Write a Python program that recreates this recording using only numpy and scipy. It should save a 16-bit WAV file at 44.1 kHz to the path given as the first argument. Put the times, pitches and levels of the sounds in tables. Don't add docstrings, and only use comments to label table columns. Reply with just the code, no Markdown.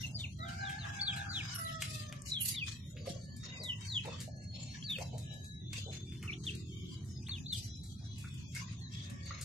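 import sys
import numpy as np
from scipy import signal
from scipy.io import wavfile
from scipy.ndimage import uniform_filter1d, map_coordinates

SR = 44100
rng = np.random.default_rng(int(sys.argv[2]) if len(sys.argv) > 2 else 0)


def to_wav(sig):
    pcm = np.clip(np.atleast_2d(sig), -1, 1) * 32767
    pcm = np.round(pcm).astype(np.int16)
    wavfile.write(sys.argv[1], SR, pcm.T)


def nominal_scale(level):
    x = np.asarray(level, float) / 20
    return 10 ** x


N = 416304


def evened(x):
    return x / np.sqrt(np.mean(x ** 2) + 1e-20)


def read(points, hz):
    f, value = np.transpose(points)
    return np.interp(np.log(hz + 1), np.log(f + 1), value)


def columns(rows):
    s, *rest = np.transpose(rows)
    t = np.arange(s[0], s[-1], 1 / SR)
    return s[0], [np.interp(t, s, column) for column in rest]


def add(mix, s, sound):
    part = mix[round(s * SR):][:len(sound)]
    part += sound[:len(part)]


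def phase(hz):
    return 2 * np.pi * np.cumsum(hz) / SR


def resonate(x, hz, width_hz):
    turn = np.exp(1j * phase(hz * np.ones(len(x))))
    r = np.exp(-np.pi * width_hz / SR)
    return 2 * (turn * signal.lfilter([1 - r], [1, -r], x / turn)).real


def resonate_twice(x, hz, width_hz):
    return resonate(resonate(x, hz, width_hz), hz, width_hz)


def wander(size, rate_hz):
    span = max(round(SR / rate_hz / 2), 1)
    return evened(uniform_filter1d(uniform_filter1d(rng.standard_normal(size), span), span))


def noise(shape_db, same, patch_db, size=512):
    hz = np.fft.rfftfreq(size, 1 / SR)[:, None]
    s = np.arange(4 * N // size + 5) * size / 4 / SR
    a, b, c, d, patches = rng.standard_normal((len(s), len(hz), 5)).T
    patches = evened(uniform_filter1d(uniform_filter1d(patches, 2, 0), 28, 1))
    left, other = a + 1j * b, c + 1j * d
    z = np.array([left, same * left + np.sqrt(1 - same ** 2) * other])
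    z *= nominal_scale(shape_db(hz, s) + patch_db * patches)
    return signal.istft(z, nperseg=size, noverlap=size * 3 // 4)[1][:, :N] / np.sqrt(size / 3)


def place(x, left_lag_ms, wet_db, first_ms):
    # f/Hz, t60/s
    shed = [(300, 0.71), (1500, 0.34), (4000, 0.3), (10000, 0.18)]
    shift = left_lag_ms * SR / 1000 * np.array([[-1], [0]])
    direct = map_coordinates(x, (np.arange(N) + shift)[None], order=0)

    taps = np.zeros((2, SR // 2))
    slots = np.arange(round(first_ms * SR / 1000), SR // 2 - 60, 60)
    at = slots + rng.integers(0, 60, (2, len(slots)))
    np.put_along_axis(taps, at, rng.choice([-1., 1.], at.shape), 1)
    f, t, z = signal.stft(taps, SR, nperseg=256)
    tail = signal.istft(z * nominal_scale(-60 * t / read(shed, f)[:, None]), SR, nperseg=256)[1]
    tail /= np.linalg.norm(tail[0])
    return direct + nominal_scale(wet_db) * signal.fftconvolve(x[None], tail, axes=1)[:, :N]


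def road():
    # f/Hz, level/dB per Hz
    rumble_colour = [(12, -32), (20, -15.5), (32, -42.5), (97, 8), (233, -10.5), (304, -22), (398, -24),
                     (468, -76), (586, -34), (700, -40), (910, -100), (1540, -120)]
    # t/s, level/dB
    rumble_level = [(0.0, -44.5), (2.18, -46), (8.28, -44.5), (9.44, -46.5)]
    # t/s, firing rate/Hz, level/dB
    engine_pass = [(5.5, 40.9, -131), (5.95, 40.7, -67), (6.5, 40.95, -60.5), (7.0, 40.63, -65.5),
                   (7.4, 40.67, -74), (7.8, 42.5, -81)]
    # multiple of the firing rate, level/dB
    engine_orders = [(3, -22.5), (4, 7), (5, 7), (6, -8), (7, 0.5), (8, 1), (9, 1), (10, -7), (11, -10.5)]
    s, level_db = np.transpose(rumble_level)
    rumble = evened(noise(lambda hz, t: read(rumble_colour, hz) + 0 * t, same=0.97, patch_db=1.07, size=2048))
    rumble *= nominal_scale(np.interp(np.arange(N) / SR, s, level_db))

    start, (hz, db) = columns(engine_pass)
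    turn = phase(hz * (1 + 0.0042 * wander(len(hz), 3.3)))
    hum = 0
    for k, order_db in engine_orders:
        hum = hum + nominal_scale(order_db + 3.6 * wander(len(hz), 14)) * np.sin(k * turn + 6 * rng.random())
    engine = np.zeros(N)
    add(engine, start, nominal_scale(db) * hum)
    return rumble + engine


def leaves_and_insects():
    # f/Hz, level/dB per Hz
    hiss_colour = [(30, -21), (240, 18.5), (400, 2.5), (492, -3.5), (1440, -9.5), (2880, -14), (3430, 3),
                   (5580, -9), (6760, 4.5), (7830, -31.5), (13500, -47)]
    hiss = noise(lambda hz, t: read(hiss_colour, hz) + 0 * t, same=0.014, patch_db=7.5, size=1024)
    return nominal_scale(-60) * evened(hiss)


def whistles(rows, waver, flutter_db, flutter_hz):
    out = np.zeros(N)
    for start, end, from_hz, to_hz, db in rows:
        size = round((end - start) * SR)
        hz = np.linspace(from_hz, to_hz, size) * (1 + waver * wander(size, 170))
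        level = nominal_scale(db + flutter_db * wander(size, flutter_hz)) * signal.windows.tukey(size, .35)
        add(out, start, np.sqrt(2) * level * np.sin(phase(hz)))
    return out


def songbird():
    # start t/s, end t/s, first f/Hz, last f/Hz, level/dB
    song = [(3.48, 3.76, 2044, 1979, -59), (2.95, 3.38, 4640, 4460, -63), (3.39, 3.56, 3737, 3773, -56),
            (4.3, 4.5, 4330, 4315, -68), (4.41, 4.79, 4320, 4290, -59.5), (4.97, 5.3, 3960, 3900, -65),
            (5.25, 5.66, 3900, 3870, -60), (3.21, 3.41, 1760, 1730, -70), (4.22, 4.49, 1740, 1660, -68),
            (4.81, 4.98, 1690, 1750, -66), (5.2, 5.62, 1720, 1690, -67), (5.58, 6.2, 3550, 3509, -57.5),
            (7.42, 7.72, 4040, 4000, -65), (7.66, 7.88, 3980, 3910, -61), (7.82, 8.02, 3920, 3890, -69),
            (7.56, 7.8, 5260, 5230, -64), (7.55, 7.8, 5920, 5860, -65)]
    # start t/s, end t/s, first f/Hz, last f/Hz, level/dB
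    far_calls = [(4.52, 4.7, 2800, 2600, -69), (5.25, 5.36, 2800, 3200, -65.5),
                 (6.7, 6.86, 2300, 2250, -70), (7.07, 7.22, 5600, 4800, -66.5),
                 (7.44, 7.56, 7500, 6800, -79), (8.9, 9.1, 3200, 3800, -62), (8.02, 8.18, 4080, 3950, -68),
                 (8.17, 8.6, 3560, 3250, -68.5), (8.13, 8.5, 2640, 2400, -67),
                 (8.75, 9.44, 1800, 1860, -69.5), (6.65, 7.0, 3240, 3000, -65),
                 (4.33, 4.52, 2760, 2720, -87.5), (8.02, 8.16, 6100, 6100, -67.5),
                 (7.97, 8.15, 5200, 3500, -80), (6.62, 7.0, 3650, 3200, -69),
                 (6.9, 7.01, 1020, 1000, -75.5)]
    clear = whistles(song, waver=0.0069, flutter_db=2.5, flutter_hz=35)
    return clear + whistles(far_calls, waver=0.0236, flutter_db=5, flutter_hz=90)


def rooster():
    # t/s, f/Hz, effort/dB, hoarseness/0-1
    syllables = [
        [(.38, 628, -55, 0.46), (.47, 698, -52.5, 0.23), (.6, 687, -63, 0.42), (.95, 690, -66, .4)],
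        [(.44, 787, -50.5, 0.06), (.55, 774.7, -50.5, 0.22), (.66, 796, -43.5, 0.31), (.78, 781, -57, 0.23)],
        [(.6, 829.4, -50, 0.02), (.7, 834, -47, 0.01), (.8, 856, -52.5, 0.54)],
        [(.83, 813, -38, 0.56), (.9, 819, -51, 0.43), (1.0, 802.6, -46.5, 0.22), (1.2, 807.7, -45.5, 0.55),
         (1.58, 766.6, -66, 0.95)],
        [(1.57, 661.5, -47.5, 0.15), (1.72, 649.6, -51, 0), (1.87, 628.7, -59.5, 0.07),
         (2.15, 580.6, -63.5, 0.7), (2.4, 557, -81.5, 0.4)],
        [(3.45, 1004, -63.5, 0.64), (4.02, 948, -67.5, 1)],
        [(9.0, 577.5, -67.5, 0.6), (9.44, 550, -68, 0.85)],
    ]
    # f/Hz, gain/dB
    crow_throat = [(600, -12), (820, -16.5), (1300, -7.5), (1650, -11), (2050, -16), (2500, -30),
                   (3300, -49)]
    out = np.zeros(N)
    for rows in syllables:
        s, (hz, db, hoarse) = columns(rows)
        size = len(hz)
        turn = phase(hz * (1 + (.003 + .032 * hoarse) * wander(size, 97)))
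        stack = sum(nominal_scale(read(crow_throat, k * hz)) * np.sin(k * turn) for k in range(1, 5))
        rattle = np.cos(phase(120 * (1 + 0.261 * wander(size, 39)))) + 0.055 * wander(size, 250)
        swell = nominal_scale(db + 2.5 * wander(size, 45)) * signal.windows.tukey(size, .08)
        add(out, s, np.sqrt(2) * swell * stack * (1 + hoarse * rattle))
    return out


def peeps():
    # t/s, f/Hz, level/dB
    long_notes = [
        [(0.144, 4850, -46), (0.161, 4800, -36), (0.178, 4565, -46.5), (0.195, 3811, -49), (0.211, 3617, -36.5),
         (0.227, 3359, -53), (0.244, 2720, -36.5), (0.261, 2200, -40.5)],
        [(1.006, 4360, -36), (1.025, 4550, -32.5), (1.044, 4290, -41), (1.063, 4120, -42), (1.083, 3476, -31),
         (1.101, 3300, -32), (1.12, 2940, -50.5), (1.139, 2250, -30)],
        [(1.29, 4730, -39), (1.308, 4580, -46), (1.327, 4177, -47), (1.345, 3811, -43), (1.363, 3509, -32.5),
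         (1.381, 3186, -36), (1.4, 2734, -44), (1.418, 2176, -33.5)],
        [(2.303, 4570, -73), (2.321, 4026, -30), (2.339, 3790, -34.5), (2.357, 3445, -39), (2.376, 3273, -34.5),
         (2.394, 3143, -46), (2.412, 2876, -37), (2.429, 2740, -45)],
        [(2.508, 4680, -55), (2.528, 4620, -52), (2.547, 4410, -74), (2.567, 3610, -36), (2.586, 3466, -35.5),
         (2.606, 2885, -49), (2.625, 2583, -34), (2.645, 2340, -37)],
        [(3.591, 4888, -50), (3.613, 4737, -49), (3.635, 3983, -47), (3.657, 3805, -39), (3.679, 3470, -46),
         (3.701, 3030, -32.5), (3.723, 2840, -40.5), (3.744, 2570, -41)],
        [(3.872, 4880, -53), (3.891, 4371, -43), (3.91, 4130, -40), (3.929, 3840, -40), (3.948, 3520, -35.5),
         (3.967, 3270, -30), (3.986, 2880, -37), (4.005, 2460, -42)],
        [(4.838, 4608, -39.5), (4.857, 4590, -45.5), (4.876, 4091, -44.5), (4.895, 3746, -38),
         (4.913, 3596, -32.5), (4.932, 3445, -36.5), (4.951, 2971, -45), (4.97, 2420, -31)],
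        [(7.292, 4457, -27.5), (7.306, 4198, -52), (7.32, 3710, -33), (7.334, 3623, -43.5), (7.347, 3390, -42),
         (7.361, 2970, -48), (7.375, 2710, -56), (7.389, 2450, -39)],
        [(7.478, 4610, -44), (7.491, 4478, -48), (7.504, 4134, -40), (7.517, 3983, -42), (7.531, 3580, -30.5),
         (7.544, 3390, -43), (7.557, 3130, -40.5), (7.57, 2800, -57)],]
    # start t/s, length t/s, first f/Hz, last f/Hz, level/dB
    short_notes = [(0.031, 0.028, 2880, 2656, -38), (0.403, 0.052, 4020, 3620, -50),
                   (0.449, 0.053, 3580, 2900, -55.5), (0.602, 0.061, 4260, 3870, -55.5),
                   (0.649, 0.059, 3740, 3090, -49.5), (0.786, .062, 4336, 3375, -48.5),
                   (0.993, 0.015, 3400, 3520, -39), (1.163, 0.055, 4260, 3360, -49),
                   (1.676, 0.029, 3600, 2740, -47), (2.304, .018, 4750, 4380, -52),
                   (2.51, 0.053, 4740, 4380, -50), (1.65, 0.025, 3900, 3920, -43.5),
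                   (2.288, 0.012, 3790, 4640, -53), (3.519, 0.071, 2930, 2490, -52.5),
                   (4.825, 0.015, 2960, 4350, -45), (6.276, 0.033, 2880, 2090, -39),
                   (6.319, 0.022, 2200, 3610, -41), (6.466, 0.035, 3710, 2520, -35.5),
                   (7.265, 0.013, 2880, 4000, -47.5), (7.46, .01, 3500, 4100, -42),
                   (8.81, 0.077, 4310, 3805, -54)]
    short = [[(s, from_hz, db), (s + length, to_hz, db)] for s, length, from_hz, to_hz, db in short_notes]
    out = np.zeros(N)
    for rows in long_notes + short:
        s, (hz, db) = columns(rows)
        turn = phase(hz * (1 + .012 * wander(len(hz), 130)))
        level = nominal_scale(db + 2.2 * wander(len(hz), 150)) * signal.windows.tukey(len(hz), .1)
        add(out, s, level * (np.sin(turn) + nominal_scale(-33) * np.sin(2 * turn)))
    return out


def snaps():
    # t/s, peak level/dB, centre f/Hz
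    snap_hits = [
        (1.8255, -33, 4800),
        (2.1262, -37, 2300),
        (2.1263, -41, 6000),
        (2.2203, -32, 7500),
        (2.682, -40, 5000),
        (3.81, -42, 7000),
        (5.7325, -33, 4500),
    ]
    out, click = np.zeros(N), signal.unit_impulse(441)
    for s, db, hz in snap_hits:
        ring = resonate_twice(click, hz, 2500)
        add(out, s, nominal_scale(db) * ring / abs(ring).max())
    return out


def knocks():
    # t/s, peak level/dB, ring f/Hz, t60/s
    trough_hits = [
        (2.6812, -40.5, 1254, 0.016),
        (6.234, -48.5, 1293, 0.31),
        (7.285, -53, 1090, 0.092),
        (8.241, -46, 1490, 0.11),
        (8.562, -41, 1580, 0.11),
        (9.3068, -35.5, 1300, 0.033),
    ]
    out, t = np.zeros(N), np.arange(8820) / SR
    for s, db, hz, t60 in trough_hits:
        blow = rng.standard_normal(8820) * nominal_scale(-60 * t / t60) * np.minimum(t / 0.0013, 1)
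        ring = resonate_twice(blow, hz, 320) + 0.5 * resonate_twice(blow, 1.44 * hz, 500)
        add(out, s - .001, nominal_scale(db) * ring / abs(ring).max())
    return out


def rooting():
    # start t/s, length t/s, airflow level/dB, brightness level/dB, nostril depth level/dB
    snuffles = [(0.0, 0.089, -58, -8, -8.5), (0.183, 0.078, -60, -17.5, -21), (0.376, 0.11, -73, -2, -16),
                (0.475, 1, -62, -37.5, 6), (0.84, 0.69, -62.5, -18.5, 9), (1.3, 0.69, -59.5, -17.5, 4.5),
                (1.543, 0.12, -59.5, 18.5, 9), (1.798, 0.23, -52.5, -4.5, -39), (2.248, 0.54, -61, -2, -30),
                (2.401, 0.13, -55, 20.5, -30), (2.44, 0.17, -51.5, -20, -27), (2.661, 0.1, -53, -24, -13),
                (3.052, 0.12, -57, -10.5, -7), (3.429, 0.16, -59.5, -61, 0), (3.8, 0.43, -60.5, -16, -13),
                (4.03, 0.21, -56.5, -18, -1.5), (4.533, 0.58, -63.5, -59, -39),
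                (4.888, 0.14, -57.5, -3.5, -17), (5.722, 0.1, -54.5, -13, -8),
                (5.909, 0.11, -59.5, -33, -9), (6.43, 0.18, -59.5, -14, -13.5),
                (4.735, 0.065, -55.5, -53, -17.5), (7.519, 0.12, -54.5, -2.5, -41),
                (8.37, 0.31, -72.5, -11, -3), (8.55, 0.17, -54.5, -54, -5),
                (8.915, 0.42, -63.5, -39, -11.5), (9.253, 0.22, -61.5, -47, -3)]
    # f/Hz, level/dB per Hz
    snout = [(590, -108), (1000, -3), (1200, -5), (1650, -1.5), (4300, -2.5), (12500, -13.5), (13500, -29)]
    rise_s, fade_db, shut_s = 0.014, -11, 0.091
    rest_db, rest_bright_db, rest_depth_db = -75.5, -9.5, -11.5
    mouth_db, spatter_db, spatter_hz = 0.5, 3, 14.6
    s, length, flow_db, bright_db, depth_db = np.transpose(snuffles)[:, :, None]

    def shape_db(hz, t):
        def weight(centre_hz, octaves):
            return np.exp(-.5 * (np.log2((hz + 1) / centre_hz) / octaves) ** 2)

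        def colour(bright, depth):
            return nominal_scale(2 * (weight(11180, 0.27) * bright + weight(1384, 0.34) * depth))

        gate = np.clip((t - s) / rise_s, 0, 1) * np.clip((s + length - t) / shut_s + 1, 0, 1)
        flow = (gate * nominal_scale(flow_db + fade_db * np.clip((t - s) / length, 0, 2))) ** 2
        power = colour(bright_db.T, depth_db.T) @ flow
        power = power + colour(rest_bright_db, rest_depth_db) * nominal_scale(2 * rest_db)
        spatter = weight(8600, 1) * spatter_db * wander(len(t), spatter_hz * SR * t[1])
        mouth = weight(6900, 0.55) * mouth_db
        return read(snout, hz) + spatter + mouth + 10 * np.log10(power) + 14.5

    return noise(shape_db, same=.1, patch_db=6.5) * nominal_scale(2 * wander(N, 40))


def smacks():
    # t/s, peak level/dB, low body level/dB, splash t60/s
    wet_smacks = [(0.693, -40, -0.5, 0.2), (1.1603, -37.5, 0, 0.21), (1.821, -25.5, -1, 0.009),
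                  (2.1237, -38.5, 1, 0.057), (2.967, -64, 21.5, 0.14), (3.0713, -53, 9, 0.037),
                  (4.053, -45, 5, 0.088), (4.9823, -39, 6, 0.26), (5.7309, -35.5, -3, 0.052),
                  (5.9292, -46.5, 1, 0.16), (6.119, -51, 2, 0.94), (6.227, -40, -0.5, 0.16),
                  (7.283, -46, 4, 0.12), (7.523, -52, 1, 0.032), (8.5464, -30.5, -19, 0.22),
                  (9.2546, -41, -16, 0.17)]
    # t/s, peak level/dB, splash t60/s
    thin_ticks = [(.199, -42.5, 0.24), (0.374, -53, 0.11), (0.482, -46, 0.57), (0.848, -54, .15),
                  (2.4492, -38, 0.039), (2.6833, -45, 0.084), (4.362, -55, 0.075), (4.546, -68, 0.13),
                  (4.732, -56, 0.082), (6.452, -41, 0.17), (7.5335, -39.5, 0.098), (8.8, -55, 0.13),
                  (8.943, -60, 0.09), (8.971, -58, 0.092), (9.098, -41.5, 0.087), (1.807, -40, 0.1),
                  (2.2205, -43, 0.025), (3.364, -41, 0.16), (3.6347, -36, 0.23), (3.8078, -62, 0.076),
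                  (4.203, -32.5, 0.21), (5.179, -39, 0.22), (5.338, -42.5, 0.087), (5.442, -40, 0.25),
                  (6.5503, -40.5, 0.09), (7.047, -50.5, 0.32), (7.8345, -43.5, 0.42), (8.1811, -40.5, 0.48),
                  (8.339, -43.5, 0.17), (9.411, -31, 0.3)]
    tick_body_db = -27
    out, t = np.zeros(N), np.arange(8820) / SR
    for s, db, body_db, t60 in wet_smacks + [(s, db, tick_body_db, t60) for s, db, t60 in thin_ticks]:
        drops = nominal_scale(2.45 * np.minimum(rng.exponential(1, 8820), 4)) * rng.standard_normal(8820)
        drops *= rng.random(8820) < .12
        decay = nominal_scale(-60 * t / 0.017) + 0.14 * nominal_scale(-60 * t / max(t60, .01))
        splash = evened(drops) * decay * np.minimum(t / 0.0072, 1)
        tick = resonate(resonate(splash, 7170, 4500), 7400, 4200) + 0.92 * resonate(splash, 4600, 1100)
        pop = resonate_twice(splash, 2510, 1500)
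        add(out, s - .001, nominal_scale(db) * (tick / abs(tick).max() + nominal_scale(body_db) * pop / abs(pop).max()))
    return out


def gulps():
    # t/s, peak level/dB, first f/Hz, last f/Hz, length t/s
    swallows = [(3.069, -36, 522, 562, 0.022), (3.098, -40, 193, 170, 0.021), (3.069, -49, 703, 690, 0.05),
                (3.099, -62, 553, 520, 0.0093), (4.046, -49.5, 415, 603, 0.0456),
                (4.047, -50, 866, 875, 0.025), (4.068, -45.5, 665, 1100, 0.03),
                (4.276, -45, 605, 656, 0.017), (4.293, -51, 640, 645, 0.011), (4.984, -46, 510, 534, 0.022),
                (5.006, -48.5, 675, 766, 0.022), (5.126, -50.5, 483, 624, 0.025),
                (5.144, -54, 760, 780, 0.032), (5.86, -50, 440, 454, 0.02), (5.878, -51, 778, 773, 0.031)]
    throb_depth, throb_hz = 0.52, 123
    out = np.zeros(N)
    for s, db, from_hz, to_hz, length in swallows:
        u = np.arange(0, length, 1 / SR) / length
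        tone = np.sin(phase(from_hz + (to_hz - from_hz) * u))
        throb = 1 + throb_depth * np.cos(2 * np.pi * throb_hz * (u * length - .004))
        level = nominal_scale(db + 3.1 * wander(len(u), 200)) * np.sin(np.pi * u ** 0.79)
        add(out, s, throb * level * tone)
    return out


def grunts():
    # t/s, peak level/dB, throat f/Hz, length t/s, rise t/s
    grunt_calls = [(0.039, -58, 640, 0.37, 0.0096), (2.919, -48.5, 477, 0.24, 0.053),
                   (3.072, -51, 467, 0.027, 0.0049), (3.148, -46, 553, 0.018, 0.008),
                   (3.443, -54.5, 537, 0.31, 0.0076), (3.595, -46.5, 464, 0.045, 0.0071),
                   (4.054, -39, 490, 0.038, 0.014), (4.316, -55, 547, 0.15, 0.021),
                   (4.521, -54, 563, 0.19, 0.017), (4.963, -45, 520, 0.055, 0.018),
                   (4.998, -38.5, 763, 0.026, 0.03), (5.122, -42, 590, 0.046, 0.022),
                   (5.301, -53.5, 580, 0.11, 0.0053), (5.77, -52, 495, 0.024, 0.015),
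                   (5.856, -44, 455, 0.048, 0.031), (8.001, -59.5, 656, 0.035, 0.11)]
    upper_throat_db, close_power = -30, 2.6
    out, t = np.zeros(N), np.arange(11025) / SR
    muffle = signal.butter(4, 820, fs=SR, output="sos")
    for s, db, hz, length, rise in grunt_calls:
        turns = np.cumsum(125 * (1 + 0.189 * wander(11025, 80))) / SR
        pulses = np.diff(np.floor(turns + 0.646), prepend=0)
        breath = 0.075 * rng.standard_normal(11025)
        effort = np.minimum(t / rise, 1) * np.exp(-(t / length) ** close_power)
        drive = (pulses + breath) * effort
        drive = drive - uniform_filter1d(drive, size=150)

        throat_hz = hz * (1 + 0.027 * np.minimum(t / length, 1))
        low = resonate(drive, throat_hz, 160) + .5 * resonate(drive, 1.3 * throat_hz, 130)
        low = signal.sosfilt(muffle, resonate(low, 1.1 * throat_hz, 300))
        upper = resonate_twice(drive, 3200, 1000)
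        add(out, s, nominal_scale(db) * (low / abs(low).max() + nominal_scale(upper_throat_db) * upper / abs(upper).max()))
    return out


def scene():
    # t/s, left lag/ms
    chick_side = [(0.2, -0.094), (.9, 0.054), (1.4, 0.079), (2.3, 0.2), (2.6, 0.27), (3.6, 0.24),
                  (4.9, 0.26), (7.3, 0.32)]
    background = road() + leaves_and_insects()
    bird = place(songbird(), -0.2, wet_db=-3.5, first_ms=5.5)
    cock = place(rooster() * nominal_scale(8), -0.42, wet_db=-5, first_ms=6.8)
    chick_lag_ms = np.interp(np.arange(N) / SR, *np.transpose(chick_side))
    chicks = place(peeps(), chick_lag_ms, wet_db=-8.5, first_ms=1.712)
    mouths = place(smacks() + knocks(), 0.03, wet_db=-4.5, first_ms=1.9)
    throats = place(grunts() + gulps(), 0.26, wet_db=-11, first_ms=7.26)
    return background + bird + cock + chicks + snaps() + rooting() + mouths + throats


def band_limit(x):
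    return signal.sosfilt(signal.butter(12, 13830, fs=SR, output="sos"), x)


def record(dry):
    # f/Hz, left minus right level/dB
    ports = [(300, -0.5), (1500, -0.5), (4500, 3), (7500, 8), (10000, -9), (11500, -11.5), (13000, -13.5)]
    edge_hz, gate_depth_db = 13300, -28
    near_reach_db, wide_reach_db = -9, -13
    hz, _, z = signal.stft(dry, SR, nperseg=1024, noverlap=768)
    hz = hz[:, None]
    z = z * nominal_scale(read(ports, hz) / 2 * np.array([1, -1])[:, None, None]) * (hz < edge_hz)

    def decibels(power):
        return 10 * np.log10(abs(power) + 1e-16)

    power = uniform_filter1d((abs(z) ** 2).mean(0), size=11, axis=1)
    power_db = decibels(power)
    near = uniform_filter1d(uniform_filter1d(power, size=15, axis=0), size=40, axis=1)
    near_db = decibels(near) + near_reach_db
    wide_db = decibels(uniform_filter1d(power, size=70, axis=0)) + wide_reach_db * (1 + 4 * (hz < 2500))
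    usual_db = np.percentile(power_db[:, ::2], 22, axis=1)[:, None]
    threshold_db = np.maximum(np.maximum(usual_db, wide_db), near_db)

    over_db = uniform_filter1d(power_db - threshold_db, size=2, axis=0)
    over_db = over_db - 0.86 * np.clip((hz - 7000) / 2000, 0, 1)
    shut = np.clip(-over_db / 3, 0, 1) * np.clip((hz - 500) / 400, 0, 1)
    z = z * nominal_scale(gate_depth_db * uniform_filter1d(shut, size=2, axis=1))
    mix = signal.istft(z, SR, nperseg=1024, noverlap=768)[1][:, :N]
    return band_limit(mix)


dry = scene()
out = record(dry)
to_wav(out)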